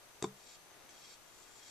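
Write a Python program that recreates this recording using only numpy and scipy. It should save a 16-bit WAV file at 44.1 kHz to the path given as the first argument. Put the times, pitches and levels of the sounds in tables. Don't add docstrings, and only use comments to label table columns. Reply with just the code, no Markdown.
import sys
import numpy as np
from scipy import signal
from scipy.fft import rfft, irfft
from scipy.io import wavfile
from scipy.ndimage import uniform_filter1d

SR = 44100
rng = np.random.default_rng(int(sys.argv[2]) if len(sys.argv) > 2 else 0)


def dump(signal):
    limited = np.clip(np.atleast_2d(signal).T, -1, 1)
    pcm = np.round(limited * 32767).astype(np.int16)
    wavfile.write(sys.argv[1], SR, pcm)


def level_to_linear(level):
    exponent = np.asarray(level, float) / 20
    return 10 ** exponent


N = 74970


def evened(x):
    return x / np.sqrt(np.mean(x ** 2) + 1e-20)


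def read(points, hz):
    f, value = np.transpose(points)
    return np.interp(np.log(hz + 1), np.log(f + 1), value)


def add(mix, s, sound):
    part = mix[..., round(s * SR):][..., :sound.shape[-1]]
    part += sound[..., :part.shape[-1]]


def pan(db):
    return level_to_linear(np.array([[db / 2], [-db / 2]]))


def filtered(x, order, hz, kind):
    return signal.sosfilt(signal.butter(order, hz, kind, fs=SR, output="sos"), x)


def resonate(x, hz, width):
    r = np.exp(-np.pi * width / SR)
    gain = np.sqrt(1 - r * r)
    feedback = [1, -2 * r * np.cos(2 * np.pi * hz / SR), r * r]
    return signal.lfilter([gain, 0, -gain], feedback, x) / (4 * np.sin(np.pi * hz / SR))


def ring(hz, db, t60, t):
    return level_to_linear(db - 60 * t / t60) * np.sin(2 * np.pi * hz * t)


def slips(rate, spread_db):
    draw = rng.random((N, 2))
    happens = draw < rate / SR
    boost = level_to_linear(spread_db * np.minimum(rng.exponential(1, (N, 2)), 4))
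    return (happens * rng.standard_normal((N, 2)) * boost).T


def drag():
    # start in seconds, stop in seconds, strongest level in dB, brightness in dB
    strokes = [
        (0.361, 0.553, -58.5, -0.5),
        (0.883, 0.915, -65.5, 4),
        (0.901, 1.141, -59.5, -1.5),
        (1.152, 1.445, -64, 4.5),
        (1.398, 1.54, -65, 2.5),
        (1.503, 1.594, -63, 8.5),
        (1.552, 1.76, -56.5, 0),
    ]
    # pitch in Hz, width in Hz, level in dB, left-right difference in dB
    wall_modes = [(2423, 280, -4, -1), (3270, 41, -3.5, 4), (3793, 260, -3, -1.5), (4493, 230, -1, -2),
                  (5373, 380, -1, 2), (5930, 270, -5.5, -1), (6296, 130, -7.5, -10), (7066, 210, -3, 15),
                  (7447, 120, -5, 9.5), (7880, 220, -9.5, 14), (8320, 80, -10, 12.5)]
    swell_share, swell_db, release_s = 0.66, -11.5, 0.027
    alike, wash_db = 0.6, -10

    t = np.arange(N) / SR
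    a, b = slips(9000, 1.5)
    drive = np.array([a, alike * a + np.sqrt(1 - alike ** 2) * b])
    modes = []
    for k, (hz, width, db, lr) in enumerate(wall_modes):
        rung = resonate(drive, hz, 1.7 * width)
        rung = resonate(rung, hz, 1.7 * width)
        modes.append(level_to_linear(db) * pan(lr) * evened(rung) * (-1) ** k)
    wash = evened(filtered(drive, 3, [2100, 8200], "band")) * pan(3.3)
    dull = sum(modes[:6]) + level_to_linear(wash_db) * wash
    bright = sum(modes[6:])
    scale = np.sqrt(np.mean((dull + bright) ** 2))
    flutter = level_to_linear(0.8 * evened(uniform_filter1d(rng.standard_normal(N), size=500)))

    out = np.zeros((2, N))
    for start, stop, db, bright_db in strokes:
        rise = np.clip((t - start) / ((stop - start) * swell_share), 0, 1)
        release = 20 * np.maximum(t - stop, 0) / release_s
        onset = np.clip((t - start) / 0.0023, 0, 1)
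        shape = level_to_linear(db + swell_db * (1 - rise) - release) * onset
        out += shape * flutter * (dull / level_to_linear(bright_db) + bright) / scale
    return out


def knocks():
    # time in seconds, level in dB, deep share in dB, upper share in dB, push direction by sign
    shell_knocks = [
        (.2243, -39, -16, 6, -0.68),
        (.2248, -32, -17, -14.5, -1),
        (0.2404, -37.5, 2.5, 1, -1),
        (0.2424, -33, -5.5, 6, 1),
        (0.244, -27.5, -9.5, 0, -1),
        (.2538, -66, 13, 10, 0.45),
        (.2645, -48, 5, -1, 1),
    ]
    # pitch in Hz, level in dB, 60 dB decay in seconds
    tub_deep = [(135.9, -11, 0.27), (162, -1.5, 0.084), (196.8, -9.5, 0.25), (268, -11, 0.044)]
    tub_main = [(367.5, -14.5, 0.084), (402.3, -4, .055), (430.6, -13, 0.2)]
    tub_upper = [(678, -7, 0.037), (781, -9.5, 0.028), (1025, -2.5, 0.024), (1225, -6, 0.036),
                 (1770, -13.5, 0.022)]
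    push_s, floor_hz = 0.0007, 122

    t, out = np.arange(SR // 3) / SR, np.zeros(N)
    deep, main, upper = (sum(ring(*mode, t) for mode in part) for part in (tub_deep, tub_main, tub_upper))
    for s, db, deep_db, upper_db, sign in shell_knocks:
        tub = level_to_linear(deep_db) * deep + main + level_to_linear(upper_db) * upper
        add(out, s, np.sign(sign) * level_to_linear(db) * tub)
    push = np.sin(np.pi * np.clip(t[:200] / push_s, 0, 1)) ** 2
    out = signal.oaconvolve(out, push / push.sum())[:N]
    return filtered(out, 2, floor_hz, "high") * pan(0.41)


def ticks():
    # time in seconds, level in dB, low ring level in dB, high ring level in dB
    contacts = [(.2245, -34, 1, -13), (.2256, -28.5, -8.5, 4.5), (.2275, -40, -2.5, -12),
                (.2360, -48, 7, -2), (.2398, -58, -5, 2), (.2411, -35.5, -4.5, 5), (.2438, -35, -3, -14.5),
                (.2455, -43, 5, -12), (.2535, -48, -1, -5), (.2640, -54, -17, 9), (.8922, -44.5, -3, -6),
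                (.8945, -51, -6, 5)]
    # pitch in Hz, level in dB, 60 dB decay in seconds, left-right in dB
    low_rings = [(2360, 1, 0.006, 9.5), (3590, 3.5, 0.013, 0), (4520, -1.5, 0.011, -3),
                 (5366, -7.5, 0.021, 4)]
    high_rings = [(6330, -2, 0.0091, 4.5), (7000, -6.5, 0.012, 9.3), (7460, -6, 0.014, 13.5),
                  (8650, -19, 0.014, 3.4)]
    crack_db, crack_s = -1, 0.0045

    t, out = np.arange(2000) / SR, np.zeros((2, N))
    crack = np.diff(rng.standard_normal((len(contacts), 2, len(t) + 1)))
    detune = 1 + 0.035 * rng.standard_normal((len(contacts), 2))
    for (s, db, low_db, high_db), noise, (d_low, d_high) in zip(contacts, crack, detune):
        low = sum(ring(hz * d_low, level, t60, t) * pan(lr) for hz, level, t60, lr in low_rings)
        high = sum(ring(hz * d_high, level, t60, t) * pan(lr) for hz, level, t60, lr in high_rings)
        snap = noise * level_to_linear(crack_db - 60 * t / crack_s)
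        add(out, s, level_to_linear(db - 7.5) * (level_to_linear(low_db) * low + level_to_linear(high_db) * high + snap))
    return filtered(out, 4, 9800, "low")


def shuffle():
    # time in seconds, level in dB
    foot_levels = [
        (0, -86),
        (.35, -69.5),
        (.6, -84),
        (.72, -65.5),
        (.9, -65),
        (1.05, -67.5),
        (1.25, -74.5),
        (1.4, -70.5),
        (1.58, -69),
        (1.7, -69.5),
    ]
    # pitch in Hz, width in Hz, level in dB
    floor_modes = [(400, 190, 2), (700, 430, -2.5), (1190, 870, -1.5), (1800, 170, -9)]
    a, b = slips(1500, 1.6)
    drive = np.array([a, 0.55 * a + 0.7 * b])
    body = sum(level_to_linear(db) * evened(resonate(drive, hz, width)) for hz, width, db in floor_modes)
    s, db = np.transpose(foot_levels)
    return evened(body) * level_to_linear(np.interp(np.arange(N) / SR, s, db)) * pan(3.2)


def room(x):
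    t60, floor_hz = 0.19, 880
    t = np.arange(SR // 5) / SR
    fade_in = np.clip(t / 0.0016, 0, 1)
    tail = rng.standard_normal((2, len(t))) * level_to_linear(-60 * t / t60) * fade_in
    tail = filtered(tail, 2, floor_hz, "high")
    return signal.fftconvolve(x, tail / np.linalg.norm(tail[0]), axes=1)[:, :N]


def whine():
    whine_band = (6150, 100, -72.5)
    hz, width, db = whine_band
    waver = level_to_linear(2.0 * evened(uniform_filter1d(rng.standard_normal(N), size=6000)))
    return level_to_linear(db) * waver * evened(resonate(rng.standard_normal((2, N)), hz, width))


def air():
    # pitch in Hz, level in dB per Hz
    hiss_colour = [(20, -1), (87, -7), (263, -7), (587, -3), (1000, -4.5), (3000, -9.5), (8000, -12.5),
                   (14500, -16)]
    # pitch in Hz, left-right likeness from -1 to 1
    hiss_alike = [(60, -0.31), (240, 0.35), (940, 0.34), (3730, -0.0071), (14800, -0.1)]
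    # pitch in Hz, left-right difference in dB
    hiss_pan = [(60, 1.5), (240, 6.5), (940, 3.5), (3730, 3.5), (14800, 1)]
    # pitch in Hz, rms level in dB
    hum_tones = [(50, -95), (120, -84.5), (360, -82), (721, -83), (1200, -80), (1440, -85.5), (1680, -83)]
    hz, t = np.fft.rfftfreq(N, 1 / SR), np.arange(N) / SR
    a, b = rfft(rng.standard_normal((2, N)))
    same = np.clip(read(hiss_alike, hz), -1, 1)
    side = level_to_linear(read(hiss_pan, hz) / 2)
    right = same * a + np.sqrt(1 - same ** 2) * b
    spectrum = np.array([a * side, right / side]) * level_to_linear(read(hiss_colour, hz))
    hiss = level_to_linear(-59.5) * evened(irfft(spectrum, N))
    hum = sum(np.sqrt(2) * level_to_linear(db) * np.sin(2 * np.pi * (f * t + rng.random())) for f, db in hum_tones)
    return hiss + hum * pan(1.3)


def scene():
    beetle = drag() + knocks() + ticks() + shuffle()
    return beetle + level_to_linear(-8) * room(beetle) + whine() + air()


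def low_pass(x):
    return signal.sosfilt(signal.butter(12, 15350, fs=SR, output="sos"), x)


def record(dry):
    edge = signal.firwin(801, 14280, window=("kaiser", 7), fs=SR)
    mix = signal.oaconvolve(dry, edge[None], "same", axes=1)
    return low_pass(mix)


dry = scene()
out = record(dry)
dump(out)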